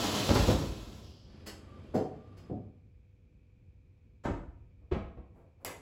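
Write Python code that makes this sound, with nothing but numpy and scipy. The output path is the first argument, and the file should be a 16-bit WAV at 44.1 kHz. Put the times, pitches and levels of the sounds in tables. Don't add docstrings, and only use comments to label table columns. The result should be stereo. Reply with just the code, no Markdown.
import sys
import numpy as np
from scipy import signal
from scipy.fft import rfft, irfft, next_fast_len
from scipy.io import wavfile
from scipy.ndimage import uniform_filter1d

SR = 44100
rng = np.random.default_rng(int(sys.argv[2]) if len(sys.argv) > 2 else 0)


def put_to_file(sound):
    columns = np.atleast_2d(sound).T
    safe = np.clip(columns, -1, 1)
    whole_steps = np.round(safe * 32767)
    wavfile.write(sys.argv[1], SR, whole_steps.astype(np.int16))


N = 256220
TIME = np.arange(N) / SR

# (time [s], energy [dB], chatter time constant [s], tilt [dB/octave])
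TYRE_BLOWS = [(.290, 6, 0.0012, 3), (.300, 9, 0.0028, 1.5), (.349, 9, 0.0054, 3), (.388, 7, 0.005, -6.5),
              (.476, 9.5, 0.0046, 0.2), (.499, 7.5, 0.0033, 0.5), (.612, -1, 0.0051, 0.5),
              (.682, -1.5, 0.0029, -5)]
SPIT_AND_CLACK = [(.338, -5.5, .005, 3), (1.458, -9.5, 0.0085, -0.3)]
RAM_BLOWS = [(1.936, 0.5, 0.005, 4.5), (1.943, 8.5, 0.0053, 3), (2.495, -8, 0.0028, 0),
             (2.505, -1, 0.0036, -4)]
PING_BLOWS = [(1.938, -18.5, 0.009, 0), (2.364, -24.5, 0.0076, -4)]
CLUNK_BLOWS = [(4.235, -10.5, 0.0064, 6.5), (4.249, 3.5, 0.0035, 1.74), (4.294, -3, 0.0075, -8),
               (4.466, -11, 0.0067, -15), (4.585, -23.5, 0.0041, -7)]
THUMP_BLOWS = [(4.805, -21.5, 0.0095, -1.5), (4.911, 0, 0.005, 2.5), (4.920, -2, 0.003, 2.5),
               (4.967, -4.5, 0.0016, -1.5), (5.170, -11.5, 0.0026, -0.2)]
SCUFF_RUBS = [(5.335, -22.5, 0.021, -8), (5.595, -25, 0.014, -7)]
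CRACK_BLOWS = [(5.648, -7, 0.00015, -7)]
RATTLE_BLOWS = [(5.648, -4.5, 0.00084, 2), (5.653, -8.5, 0.0048, -5.5)]
# (frequency [Hz], relative power density [dB])
AMBIENT_SPECTRUM = [(22, -27), (36, -13), (48, 0), (95, -1), (140, -9), (230, -17), (420, -24), (700, -36),
                    (1400, -43), (2100, -43), (2300, -34), (2480, -33.5), (2750, -45), (4500, -51),
                    (16000, -61)]
JET_SPECTRUM = [(30, -24), (55, -4), (110, 0), (350, -2), (700, -2.5), (1250, -9.5), (1550, -14),
                (2300, -14.5), (3300, -9.5), (5500, -14.5), (8000, -18.5), (11000, -23), (15500, -27)]
TYRE_SPECTRUM = [(25, -24), (38, -11), (50, 3), (80, 3), (140, -5.5), (240, -5.5), (550, -11.5), (750, -16),
                 (1250, -22), (2000, -34), (5000, -40), (16000, -72.5)]
SPIT_SPECTRUM = [(50, -7), (200, 4.5), (500, 4.5), (1000, -7), (1900, -5), (2400, -11), (3000, -4.5),
                 (3700, -16.5), (5000, -18), (8000, -7.5), (11000, -13), (16000, -17)]
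LINE_SPECTRUM = [(35, -15), (60, 3.5), (95, 9.5), (150, 0.5), (280, 1), (450, -5), (650, -9.5), (900, -17),
                 (1300, -18), (2200, -23.5), (3200, -25), (5500, -37), (10000, -40.5), (16000, -58)]
RAM_SPECTRUM = [(35, -62.5), (70, -7.5), (100, 0), (190, 5), (320, 4.5), (430, 5), (750, -9), (1050, -22.5),
                (1900, -34.5), (3000, -59), (6000, -82), (16000, -81)]
PING_SPECTRUM = [(100, -15), (500, -6), (1900, -9), (2400, -9.5), (3000, -7.5), (3700, -12), (5000, -12),
                 (8000, -14.5), (11000, -17.5), (16000, -22)]
CLUNK_SPECTRUM = [(25, -14.5), (45, 5.5), (75, 6.5), (130, 1), (310, -2.5), (550, -7), (1000, -14.5),
                  (1600, -21), (2600, -34), (4500, -46), (7500, -46), (11000, -58.5), (16000, -68)]
THUMP_SPECTRUM = [(25, -9), (42, 9), (70, 13.5), (130, -4), (260, -3), (380, -5), (560, -10), (900, -18),
                  (1400, -26), (2500, -30), (3700, -41), (5500, -52.5), (16000, -73)]
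COUPLING_SPECTRUM = [(40, -22), (100, -11), (250, -5), (550, 5), (1000, 1), (2300, -7), (3500, -14.5),
                     (5500, -19.5), (8000, -9.5), (11000, -11.5), (15000, -15.5)]
CRACK_SPECTRUM = [(100, -44), (1500, -11), (4000, -16), (5500, -2), (8000, -2), (11000, 9), (15000, -2)]
# (frequency [Hz], bandwidth [Hz], relative strength [dB])
JET_PEAKS = [(130, 30, 3.4), (206, 14, 3), (315, 32, 7.5), (412, 15, 3.2), (1004, 12, 3.8), (1102, 20, 3),
             (1330, 35, 3), (1585, 26, 4), (3100, 40, -1), (4115, 40, 0)]
BODY_PEAKS = [(107.5, 6.6, 6), (153, 8.5, 8), (219.6, 23, 4.5), (271, 3.5, 4.5), (322, 3.4, 2.5),
              (393, 24, 4), (525, 33, -2), (565, 21, 6), (923, 12, -4.5)]
VALVE_PEAKS = [(1098, 68, 4.87), (1940, 60, 3.5), (2735, 31, 6.7), (4450, 190, 16), (5110, 230, 14.7),
               (6240, 49, 4.4)]
LINE_PEAKS = [(3200, 240, -4.5), (4600, 200, 2.5), (5013, 55, 10.5)]
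RAM_PEAKS = [(100.4, 6.2, 6.6), (154, 42, 0.68), (243, 42, 2.8), (424.5, 5.8, 2), (502, 21, 2.4),
             (730, 78, 8.4), (929, 26, 6.8), (1250, 39, 7)]
PING_PEAKS = [(4430, 110, 9), (5050, 30, 18), (6100, 30, 10), (7360, 80, 5), (8355, 45, 8)]
CLUNK_PEAKS = [(205, 27, 4.1), (319, 89, 3.6), (574, 38, 4.5), (700, 15, 1.8), (940, 74, 7.3),
               (1410, 190, 3.2)]
THUMP_PEAKS = [(162, 19, 5.9), (195, 29, 4.4), (360, 29, 1.4), (484, 25, 9.6), (649, 43, 5.8),
               (738, 45, 2.5), (814, 22, 2.4), (1083, 90, 6.4), (1290, 83, 6.9), (2260, 35, 3.6)]
COUPLING_PEAKS = [(348, 9.7, 4.1), (504, 6.8, 2.6), (1553, 40, 3.4), (2060, 60, 6.7), (2370, 120, 3.6),
                  (2840, 52, 4), (4220, 38, 4.1), (5120, 320, 10), (6600, 230, 5.8)]
# (frequency [Hz], level [dB])
HUM_PARTIALS = [(97, -66.5), (274.5, -87), (495.3, -82.5)]
# (start [s], end [s], level [dB], sag [dB/s])
VALVE_FLOWS = [(0, .5, -31, 4), (.55, 1.0, -46.5, 19)]
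# (time [s], frequency [Hz], peak [dB], time constant [s])
PANEL_BOOMS = [(0.297, 281.7, -25.5, 0.0078), (.478, 501, -25.5, 0.0078), (0.497, 60.4, -21, 0.01),
               (0.486, 95.5, -22.5, 0.0059), (4.912, 359, -25.5, 0.0053), (4.917, 79, -25, 0.0048),
               (4.963, 195, -29, 0.0031)]
# (start [s], end [s], level [dB], tilt [dB/octave])
LINE_SEEPS = [(1.32, 1.948, -54, 0.5), (1.708, 2.49, -53, -0.83)]
# (start [s], end [s], level [dB])
WHISTLE_SPELLS = [(1.683, 1.75, -64.5), (2.117, 2.46, -69)]
# (frequency [Hz], time to fall 60 dB [s])
GARAGE_T60 = [(60, 0.17), (150, 0.71), (400, 0.65), (1000, 0.68), (3000, 0.6), (5500, 0.49), (9000, 0.57),
              (15000, 0.29)]
# (frequency [Hz], correlation [-1 to 1])
CORRELATION = [(60, 1), (120, .95), (220, .7), (380, 0.44), (650, 0.08), (1300, 0.14), (2400, 0.62),
               (4400, 0.45), (8000, 0.2), (14000, -.3)]
# (frequency [Hz], left minus right [dB])
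LEFT_LEAN = [(400, 0), (900, 0), (2400, 3.5), (4400, 4), (8500, 0), (15000, 0.5)]
# (frequency [Hz], half-width [Hz], depth [dB])
PORT_NOTCHES = [(9040, 508, 39), (13000, 520, 18.5)]


def amp(db):
    return 10 ** (np.asarray(db) / 20)


def unit_rms(x):
    return x / np.sqrt(np.mean(x ** 2) + 1e-20)


def curve(points, hz):
    table_hz, value = np.transpose(points)
    return np.interp(np.log(hz + 1), np.log(table_hz), value)


def add(mix, start_s, sound):
    part = mix[:, round(start_s * SR):][:, :sound.shape[1]]
    part += sound[:, :part.shape[1]]


def room_noise(size):
    common, separate = rfft(rng.standard_normal((2, size)))
    likeness = np.clip(curve(CORRELATION, np.fft.rfftfreq(size, 1 / SR)), -1, 1)
    right = likeness * common + np.sqrt(1 - likeness ** 2) * separate
    return irfft(np.array([common, right]), size)


def resonate(x, spectrum, peaks, tilt_db=0):
    size = 2 * next_fast_len(x.shape[1])
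    bins, hz = rfft(x, size), np.fft.rfftfreq(size, 1 / SR)
    reach_hz = 35 + 0.088 * hz
    total = np.cumsum((abs(bins) ** 2).mean(0))
    smooth_power = (np.interp(hz + reach_hz, hz, total) - np.interp(hz - reach_hz, hz, total)) / reach_hz
    db = curve(spectrum, hz) + tilt_db * np.log2(np.clip(hz, 60, 4000))
    db -= 10 * np.log10(abs(smooth_power) + 1e-12)
    for centre_hz, width_hz, strength_db in peaks:
        db += 10 * np.log10(1 + amp(strength_db) ** 2 / (1 + (2 * (hz - centre_hz) / width_hz) ** 2))
    cepstrum = irfft(np.log(amp(db)))
    cepstrum[1:size // 2] *= 2
    cepstrum[size // 2 + 1:] = 0
    sides = amp(np.outer([.5, -.5], curve(LEFT_LEAN, hz)))
    return irfft(bins * np.exp(rfft(cepstrum)) * sides)[:, :x.shape[1]]


def garage(direct_db, t60_scale=1, left_lag_s=0, build_s=0.0032):
    hz, t, bands = signal.stft(room_noise(SR), SR, nperseg=256)
    t60 = t60_scale * curve(GARAGE_T60, hz)[:, None]
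    response = signal.istft(bands * amp(-60 * t / t60), SR)[1][:, :SR]
    response *= 1 - np.exp(-TIME[:SR] / build_s)
    response /= np.linalg.norm(response[0])
    response[[0, 1], [round(left_lag_s * SR), 0]] += amp(direct_db)
    return response


def swell(t, tau_s):
    age = t / tau_s
    return (age / 2) ** 2 * np.exp(2 - age)


def bursts(rows, spectrum, peaks, direct_db, t60_scale=1, left_lag_s=0):
    out, t = np.zeros((2, N)), TIME[:SR // 5]
    for start_s, db, chatter_s, tilt_db in rows:
        force = swell(t, chatter_s) * rng.standard_normal(len(t))
        echoed = signal.fftconvolve(force[None], garage(direct_db, t60_scale, left_lag_s), axes=1)
        sound = resonate(echoed, spectrum, peaks, tilt_db)
        add(out, start_s, amp(db) * unit_rms(sound) / np.sqrt(sound.shape[1]))
    return out


def held(start_s, end_s, db, sag_db_per_s=0, build_db_per_s=196, release_db_per_s=75):
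    early, late = np.maximum(start_s - TIME, 0), np.maximum(TIME - end_s, 0)
    elapsed = np.clip(TIME, start_s, end_s) - start_s
    return amp(db - build_db_per_s * early - sag_db_per_s * elapsed - release_db_per_s * late)


def flow(spectrum, peaks, flutter_db, tilt_db, direct_db=0):
    flutter = unit_rms(uniform_filter1d(rng.standard_normal(N + SR), size=700))
    jet = rng.standard_normal(N + SR) * amp(flutter_db * flutter)
    echoed = signal.fftconvolve(jet[None], garage(direct_db), axes=1)[:, SR:SR + N]
    return unit_rms(resonate(echoed, spectrum, peaks, tilt_db))


def hiss_band(hz, width_hz):
    lowpass = signal.butter(2, width_hz / 2, fs=SR, output="sos")
    baseband = signal.sosfilt(lowpass, room_noise(N) + 1j * room_noise(N))
    carrier = np.exp(2j * np.pi * np.cumsum(hz * np.ones(N)) / SR)
    return unit_rms((baseband * carrier).real)


def background(heave_db=2):
    hum = sum(amp(db) * np.sqrt(2) * np.sin(2 * np.pi * (hz * TIME + rng.random()))
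              for hz, db in HUM_PARTIALS)
    air = amp(-58.5) * unit_rms(resonate(room_noise(N), AMBIENT_SPECTRUM, []))
    rumble = signal.sosfiltfilt(signal.butter(2, 400, fs=SR, output="sos"), air)
    heave = unit_rms(uniform_filter1d(rng.standard_normal(N), size=6000))
    return air + rumble * (amp(heave_db * heave) - 1) + hum


def valve():
    gain = np.sqrt(sum(held(*row) ** 2 for row in VALVE_FLOWS))
    return gain * flow(JET_SPECTRUM, JET_PEAKS, flutter_db=1.04, tilt_db=0.42, direct_db=-1)


def tyres():
    return bursts(TYRE_BLOWS, TYRE_SPECTRUM, BODY_PEAKS, direct_db=-2, t60_scale=0.77)


def panels():
    out, t = np.zeros((2, N)), TIME[:SR // 5]
    for start_s, hz, db, tau_s in PANEL_BOOMS:
        add(out, start_s, amp(db) * swell(t, tau_s) * np.sin(2 * np.pi * hz * t)[None])
    return out


def spit_and_clack():
    return bursts(SPIT_AND_CLACK, SPIT_SPECTRUM, VALVE_PEAKS, direct_db=-1.5, t60_scale=0.74)


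def shudder():
    rumble = unit_rms(resonate(room_noise(N), TYRE_SPECTRUM, BODY_PEAKS, tilt_db=-1))
    return held(start_s=0.59, end_s=TIME[-1], db=-41, sag_db_per_s=23.4) * rumble


def sigh(start_s=1.05, fall_octaves_per_s=0.4):
    upper_hz = 5100 * 2 ** (-fall_octaves_per_s * np.clip(TIME - start_s, -1, 1))
    hiss = hiss_band(upper_hz, width_hz=1400) + amp(-4.5) * hiss_band(3150, width_hz=700)
    return held(start_s, end_s=1.42, db=-63.5, sag_db_per_s=23) * hiss


def air_lines():
    return sum(held(start_s, home_s, db) * flow(LINE_SPECTRUM, LINE_PEAKS, flutter_db=1, tilt_db=tilt_db)
               for start_s, home_s, db, tilt_db in LINE_SEEPS)


def whistle(centre_hz=1178, width_hz=55):
    hz = np.fft.rfftfreq(N, 1 / SR)
    band = rfft(room_noise(N)) / (1 + (2 * (hz - centre_hz) / width_hz) ** 2)
    return sum(held(*row) for row in WHISTLE_SPELLS) * unit_rms(irfft(band, N))


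def rams():
    knocks = bursts(RAM_BLOWS, RAM_SPECTRUM, RAM_PEAKS, direct_db=-3, t60_scale=0.75)
    pings = bursts(PING_BLOWS, PING_SPECTRUM, PING_PEAKS, direct_db=-3.5, t60_scale=0.73)
    return knocks + pings


def clunk():
    return bursts(CLUNK_BLOWS, CLUNK_SPECTRUM, CLUNK_PEAKS, direct_db=-5.5, t60_scale=0.8)


def thump():
    return bursts(THUMP_BLOWS, THUMP_SPECTRUM, THUMP_PEAKS, direct_db=-5.5, t60_scale=0.79)


def scuffs():
    return bursts(SCUFF_RUBS, COUPLING_SPECTRUM, [], direct_db=-0.5)


def coupling(left_lag_s=0.00023):
    crack = bursts(CRACK_BLOWS, CRACK_SPECTRUM, [], direct_db=13, left_lag_s=left_lag_s)
    rattle = bursts(RATTLE_BLOWS, COUPLING_SPECTRUM, COUPLING_PEAKS,
                    direct_db=-4, t60_scale=0.73, left_lag_s=left_lag_s)
    return crack + rattle


def scene():
    descent = background() + valve() + tyres() + panels() + spit_and_clack() + shudder()
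    emptying = sigh() + air_lines() + whistle() + rams()
    return descent + emptying + clunk() + thump() + scuffs() + coupling()


def record(dry, cutoff_hz=15900):
    hz = np.fft.rfftfreq(2 * N, 1 / SR)
    notch_db = sum(depth_db * np.exp(-((hz - centre_hz) / half_width_hz) ** 2)
                   for centre_hz, half_width_hz, depth_db in PORT_NOTCHES)
    heard = irfft(rfft(dry, 2 * N) * amp(-notch_db))[:, :N]
    lowpass = signal.firwin(301, cutoff_hz, window=("kaiser", 9), fs=SR)
    return signal.oaconvolve(heard, lowpass[None], "same", axes=1)


dry = scene()
out = record(dry)
put_to_file(out)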